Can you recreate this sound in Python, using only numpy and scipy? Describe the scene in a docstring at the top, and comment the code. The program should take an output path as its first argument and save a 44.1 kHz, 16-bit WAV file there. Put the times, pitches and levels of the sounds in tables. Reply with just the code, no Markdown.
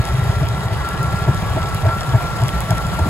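"""Across an open field, some way off, a tractor pulls a manure spreader.
Engine and fan roar as shaped noise; gears whine above it as wandering tones, part clean, part fuzzy.
Beaters thump into the load as short wave packets and rattle the steel box, a bank of noise-fed resonances.
Flung grit ticks off the blades as sharp cracks that ring their modes.
Two spaced microphone ports hear it, partly alike, with scattered sound that differs between them."""
import sys
import numpy as np
from scipy import signal
from scipy.fft import rfft, irfft
from scipy.io import wavfile
from scipy.ndimage import uniform_filter1d

SR = 44100
rng = np.random.default_rng(int(sys.argv[2]) if len(sys.argv) > 2 else 0)


def unload_audio(sound):
    """Save the sound as a 16-bit wav file, at the path given as the first command line argument."""
    columns = np.transpose(np.atleast_2d(sound))
    # keep every value between -1 and 1, then stretch to whole-number steps
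    steps = np.round(np.clip(columns, -1, 1) * 32767)
    wavfile.write(sys.argv[1], SR, steps.astype(np.int16))


N = 136269  # samples

# Engine and fan roar, spectral shape: f/Hz, relative density level/dB
ROAR_SPECTRUM = [(30, -104), (55, -37.5), (110, -50.5), (170, -57), (250, -61.5), (330, -59), (480, -58.5),
                 (750, -55), (1000, -57.5), (1500, -63), (2100, -67), (3200, -72.5), (4500, -74.5),
                 (6000, -81), (8000, -79), (11000, -82), (15500, -92)]
# Swells of the treble: t/s, level change/dB
TREBLE_SWELLS = [(0, 3.5), (.65, 1.5), (1.5, 3.5), (3.09, 5)]
# Whines of the main, second and third gear pairs: t/s, f/Hz, RMS level/dB
MAIN_WHINE = [(0, 1326, -33), (.12, 1335, -30), (.15, 1335, -44), (.19, 1354, -32.5), (.8, 1355, -38),
              (.85, 1368, -30.5), (1.22, 1361, -31.5), (1.36, 1353, -29.5), (1.41, 1360, -41),
              (1.62, 1334, -30.5), (1.85, 1360, -31.5), (1.89, 1347, -25.5), (2.05, 1363, -30),
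              (2.4, 1361, -33.5), (2.46, 1340, -36.5), (2.51, 1349, -32.5), (2.59, 1362, -28),
              (2.63, 1345, -46), (2.71, 1349, -28.5), (3.09, 1371, -32)]
LOW_WHINE = [(0, 1137, -49), (1.75, 1132, -36.5), (2.4, 1138, -41), (3.09, 1153, -39)]
HIGH_WHINE = [(0, 1661, -42), (.7, 1677, -47), (1.0, 1692, -41.5), (1.55, 1675, -42), (3.09, 1674, -51.5)]
# Faint fuzzy gear lines: f/Hz, bandwidth/Hz, initial RMS level/dB
FAINT_LINES = [(401, 16, -40), (1910, 24, -44), (1997, 21, -45), (3775, 55, -48.5)]
# Course of the lighter thumps: t/s, RMS level/dB
SMALL_LEVEL = [(0, -28.5), (1.2, -22), (2.1, -24.5), (2.75, -25), (3.09, -21.5)]
# Beater blows: t/s of the peak, level/dB, f/Hz, width/s
THUMPS = [(0.004, -4, 102, 0.011), (0.147, -8.0, 122, 0.016), (0.193, -9.5, 123, 0.015),
          (0.233, -9.5, 109.0, 0.015), (0.268, -8.5, 111, 0.01), (0.299, -3, 105.0, 0.0079),
          (0.372, -9.5, 104, 0.011), (0.422, -9.5, 137.5, 0.017), (0.443, -10.5, 92, 0.019),
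          (0.522, -14, 112, 0.043), (0.598, -13, 108.0, 0.0067), (0.66, -12.5, 115, 0.015),
          (0.731, -13, 107, 0.039), (1.008, -12, 132, 0.014), (1.051, -11.5, 123.0, 0.01),
          (1.282, -8.5, 130.8, 0.008), (1.295, -2.0, 116.0, 0.011), (1.377, -13.5, 94, 0.014),
          (1.519, -8.5, 104.0, 0.012), (1.574, -13, 106.3, 0.017), (1.75, -10.5, 103, 0.023),
          (1.85, -7.5, 96.4, 0.023), (1.873, -3.0, 104, 0.013), (2.095, -13.5, 130, 0.025),
          (2.153, -2.5, 118, 0.02), (2.243, -14.5, 100, 0.008), (2.381, -13.5, 112.7, 0.018),
          (2.438, -6.5, 120, 0.024), (2.712, -4, 120.3, 0.009), (2.73, -5, 114.0, 0.008),
          (2.882, -11.5, 104, 0.014), (3.022, -8.5, 86.4, 0.028), (3.068, -13.5, 215, 0.01),
          (3.084, -10.5, 103, 0.011)]
# Modes of the steel box: f/Hz, bandwidth/Hz of the first pass, relative level/dB
BOX_MODES = [(314.4, 106, 2.5), (653, 73.8, 5), (881, 79, 1), (1580, 320, -14)]
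# Blows that also rattle the box: t/s, level/dB, brightness/(dB per octave)
RATTLES = [(.425, -11, -4), (0.711, -15, 2.5), (1.28, -6, -2.9), (1.568, -5.5, -2.5), (1.853, -6.5, 0),
           (1.888, -7, 9), (2.146, -3.5, 3.5), (2.425, -10, -0.5), (2.57, -12, 4.5), (2.71, -3.5, 4),
           (2.999, -3.5, 1.8), (3.062, -17.5, -12)]
# Grit on steel: t/s, level/dB of the crack, centre f/Hz
TICKS = [(0.0532, -10.5, 7150), (0.0877, -14, 7000), (0.4875, -11, 7600), (0.889, -7.5, 9800),
         (1.0302, -11, 10500), (1.346, -16, 7500), (1.629, -16.5, 6290), (1.7471, -8, 11500),
         (2.009, -14.5, 5680), (2.0332, -16, 6540), (2.0926, -17.5, 6200), (2.4188, -13, 7460),
         (2.437, -15, 7330), (2.483, -9, 7460), (2.4908, -13.5, 3300), (2.6058, -5.5, 12500),
         (2.707, -4, 7630), (2.7815, -14.5, 6700), (2.8678, -15, 8020), (2.9921, -13, 7600)]
# Modes of the blades: f/Hz, relative level/dB
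BLADE_MODES = [(3400, -2.5), (5100, -11), (7800, -17.5), (10500, -18)]
# Likeness of the two ports: f/Hz, shared power fraction/(0-1)
LIKENESS = [(120, .8), (700, .7), (1200, .78), (2200, .5), (3800, .3), (4800, .62), (6400, .35), (7000, .8),
            (15500, .8)]
# Phase of the right port: f/Hz, phase/rad
RIGHT_PHASE = [(0, 0), (1700, -.9), (2240, -.5), (3300, -1.8), (3800, -3.9), (4900, -4.6), (5900, -2.6),
               (6500, -5.9), (6900, -5.9), (9100, -3.14), (15700, 6.2)]
# Left port over right: f/Hz, level/dB
PORT_TILT = [(600, -0.66), (2750, 3.5), (4300, 0.5), (6000, 1.5), (7200, -0.3)]

ROAR_DB = -25  # RMS over the three strands
TREBLE_FROM_HZ, FLICKER_DB = 4100, 1.8  # flicker is the RMS swing far above this frequency
FAINT_FADE_DB_PER_S = -2.5
SMALL_PER_S, SMALL_SPREAD_DB, SMALL_HZ, SMALL_S = 130, 2.5, 106, 0.0083  # median pitch and width
RATTLE_S, BOX_HUM_DB = 0.022, -24.5  # the box also rings on faintly from the drive
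TICK_CYCLES, RING_S = 0.61, 0.0013  # ring decays to 1/e in RING_S
GRIT_PER_S, GRIT_DB, GRIT_SPREAD_DB = 350, -43, 4.5  # the fine patter, RMS level
FIELD_T60_S = 0.047
BLOW_ECHO_DB, GEAR_ECHO_DB, TICK_ECHO_DB = -6, -9, -15.5  # scattered relative to direct
GEAR_TURN = 0.41  # share of the port phase: gears sit nearer the middle than the rest
LOW_CUT_HZ, SHELF_HZ, EDGE_HZ, EDGE_DB = 23.3, 15750, 16500, -22


def amp(db):
    """The decibel law: amplitude ratio from level."""
    return 10 ** (np.asarray(db) / 20)


def evened(x):
    """Power normalization: the RMS value becomes 1."""
    return x / np.sqrt(np.mean(x ** 2) + 1e-20)


def read(points, hz):
    """Interpolation of a spectrum on a logarithmic frequency axis."""
    f, value = np.transpose(points)
    return np.interp(np.log(hz + 1), np.log(f + 1), value)


def add(mix, s, sound):
    """Linear superposition: adds a sound whose middle falls at s."""
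    start = round(s * SR) - len(sound) // 2
    part = mix[max(start, 0):][:len(sound) + min(start, 0)]
    part += sound[max(-start, 0):][:len(part)]


def resonate(x, hz, width):
    """Resonance by heterodyning: shift hz to zero, low-pass with peak gain 1, shift back."""
    turn = np.exp(2j * np.pi * np.cumsum(hz * np.ones(len(x))) / SR)
    r = np.exp(-np.pi * width / SR)
    baseband = signal.lfilter([1 - r], [1, -r], x / turn + 1e-18)
    return 2 * (turn * baseband).real


def wavelet(hz, width_s, phase):
    """Wave packet: a cosine, its phase in cycles, under a Gaussian envelope."""
    t = np.arange(-2 * width_s, 2 * width_s, 1 / SR)
    return np.exp(-2 * (t / width_s) ** 2) * np.cos(2 * np.pi * (hz * t + phase))


def scatter(per_s, spread_db, shapes):
    """Shot noise: random impacts of uneven size, each with one of the shapes."""
    size = amp(spread_db * np.minimum(rng.exponential(1, N), 3))
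    impacts = size * (rng.random(N) < per_s / SR)
    which = rng.integers(0, len(shapes), N)
    return evened(sum(signal.oaconvolve(impacts * (which == k), shape, "same")
                      for k, shape in enumerate(shapes)))


def roar():
    """Broadband noise by spectral shaping: shared, left and right strands, drifting and flickering."""
    hop, size = 128, 512
    frames, hz = N // hop + 5, np.fft.rfftfreq(size, 1 / SR)
    z = rng.standard_normal((frames, len(hz), 7)).T
    patches = evened(uniform_filter1d(uniform_filter1d(z[6], 8, 0), 16, 1))  # over frequency, then time
    flicker = evened(uniform_filter1d(rng.standard_normal(frames), 4))
    treble = (hz ** 2 / (hz ** 2 + TREBLE_FROM_HZ ** 2))[:, None]
    swell_db = np.interp(np.arange(frames) * hop / SR, *np.transpose(TREBLE_SWELLS))
    level_db = 1.4 * patches + treble * (swell_db + FLICKER_DB * flicker)
    spectra = (z[:3] + 1j * z[3:6]) * amp(level_db)
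    x = signal.istft(spectra, nperseg=size, noverlap=size - hop)[1][:, :N]
    shape = amp(read(ROAR_SPECTRUM, np.fft.rfftfreq(N, 1 / SR)))
    return amp(ROAR_DB) * evened(irfft(rfft(x) * shape, N))


def whine(curve, rough, wander_hz):
    """Frequency modulation: a gear tone wanders (RMS in Hz); rough is its narrow-band noise power share."""
    s, hz, db = np.transpose(curve)
    t = np.arange(N) / SR
    wander = evened(uniform_filter1d(uniform_filter1d(rng.standard_normal(N), 1500), 1500))
    hz = np.interp(t, s, hz) + wander_hz * wander
    clean = np.sqrt(2) * np.sin(2 * np.pi * (np.cumsum(hz) / SR + rng.random()))
    fuzz = evened(resonate(resonate(rng.standard_normal(N), hz, 67), hz, 67))
    rough = np.clip(rough, 0, 1)
    return amp(np.interp(t, s, db)) * (np.sqrt(1 - rough) * clean + np.sqrt(rough) * fuzz)


def gears():
    """Superposition of line spectra: three clear whines and a few faint fuzzy lines that fade."""
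    faint = sum(amp(db) * evened(resonate(rng.standard_normal(N), hz, width))
                for hz, width, db in FAINT_LINES)
    fade = amp(FAINT_FADE_DB_PER_S * np.arange(N) / SR)
    return (whine(MAIN_WHINE, rough=0.24, wander_hz=5.42)
            + whine(LOW_WHINE, rough=0.37, wander_hz=5.27)
            + whine(HIGH_WHINE, rough=0.3, wander_hz=6.63) + faint * fade)


def small_thumps():
    """Shot noise of low wave packets between the blows: shared, left and right strands."""
    shapes = [wavelet(SMALL_HZ * np.exp(0.22 * a), SMALL_S * np.exp(0.049 * b), phase)
              for a, b, phase in rng.standard_normal((16, 3))]
    level = amp(np.interp(np.arange(N) / SR, *np.transpose(SMALL_LEVEL)))
    return level * np.array([scatter(SMALL_PER_S, SMALL_SPREAD_DB, shapes) for _ in range(3)])


def beaters():
    """Impact excitation: blows make dull wave packets, and bursts of noise drive the box resonances."""
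    blows, noise = np.zeros(N), rng.standard_normal(N)
    for (s, db, hz, width), phase in zip(THUMPS, rng.random((len(THUMPS), 1))):
        add(blows, s, amp(db) * wavelet(hz, width, phase))
    for hz, width, mode_db in BOX_MODES:
        shake = np.full(N, amp(BOX_HUM_DB + mode_db))
        for s, db, bright in RATTLES:
            bright_db = bright * np.log2(hz / BOX_MODES[1][0])  # pivots on the second mode
            add(shake, s, amp(db + mode_db + bright_db) * wavelet(0, RATTLE_S, 0))
        blows = blows + resonate(resonate(shake * noise, hz, width), hz, 2 * width)
    return blows


def tick(hz, phase):
    """Modal excitation: a sharp crack around hz briefly rings mainly the nearest modes of a blade."""
    t = np.arange(-5 * RING_S, 5 * RING_S, 1 / SR)
    ring = sum(amp(db) * np.exp(-2 * np.log(f / hz) ** 2) * np.sin(2 * np.pi * f * t)
               for f, db in BLADE_MODES)
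    out = ring * np.exp(-abs(t) / RING_S) * (t > 0)
    add(out, 5 * RING_S, wavelet(hz, TICK_CYCLES / hz, phase))
    return out


def grit():
    """Superposed impacts: separate loud ticks over a shot-noise patter of smaller ones."""
    loud = np.zeros(N)
    for (s, db, hz), phase in zip(TICKS, rng.random((len(TICKS), 1))):
        add(loud, s, amp(db) * tick(hz, phase))
    shapes = [tick(hz, rng.random()) for hz in np.geomspace(2500, 11000, 16)]
    return amp(GRIT_DB) * scatter(GRIT_PER_S, GRIT_SPREAD_DB, shapes) + loud


def field(x):
    """Scattering off ground and machine: sparse decaying taps of random sign, different for each port."""
    taps = np.zeros((2, 8000))
    at = np.arange(40, 7960, 20) + rng.integers(0, 20, (2, 396))
    decay = amp(-60 * at / SR / FIELD_T60_S)
    np.put_along_axis(taps, at, rng.choice([-1., 1.], at.shape) * decay, 1)
    return signal.fftconvolve(x[None], taps / np.linalg.norm(taps[0]), axes=1)[:, :N]


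def scene():
    """Partial coherence: direct sound reaches both ports, the right turned in phase; scatter differs."""
    blows, ticks, noise = beaters(), grit(), roar() + small_thumps()
    hz = np.fft.rfftfreq(N, 1 / SR)
    same = np.clip(read(LIKENESS, hz), 0, 1)
    right_turn = np.exp(1j * np.interp(hz, *np.transpose(RIGHT_PHASE)))
    turn = np.array([np.ones(len(hz)), right_turn])
    scattered = noise[1:] + amp(BLOW_ECHO_DB) * field(blows)
    both = np.sqrt(same) * turn * rfft(blows + noise[0]) + np.sqrt(1 - same) * rfft(scattered)
    tones = gears()
    both += turn ** GEAR_TURN * rfft(tones + amp(GEAR_ECHO_DB) * field(tones))
    both += turn * rfft(ticks) + amp(TICK_ECHO_DB) * rfft(field(ticks))
    tilt = amp(np.outer([.5, -.5], read(PORT_TILT, hz)))  # half up on the left, half down on the right
    return irfft(both * tilt, N)


def record(dry):
    """Band limitation: a low cut, then a steep step down in the treble, a further slope, then nothing."""
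    low_cut = signal.butter(2, LOW_CUT_HZ, "high", fs=SR, output="sos")
    dry = signal.sosfilt(low_cut, dry)
    corners_hz = [0, SHELF_HZ - 60, SHELF_HZ + 60, EDGE_HZ - 200, EDGE_HZ, SR / 2]
    gains = [1, 1, amp(EDGE_DB), amp(2 * EDGE_DB), 0, 0]
    taps = signal.firwin2(1023, corners_hz, gains, window=("kaiser", 9), fs=SR)
    return signal.oaconvolve(dry, taps[None], "same")


dry = scene()
out = record(dry)
unload_audio(out)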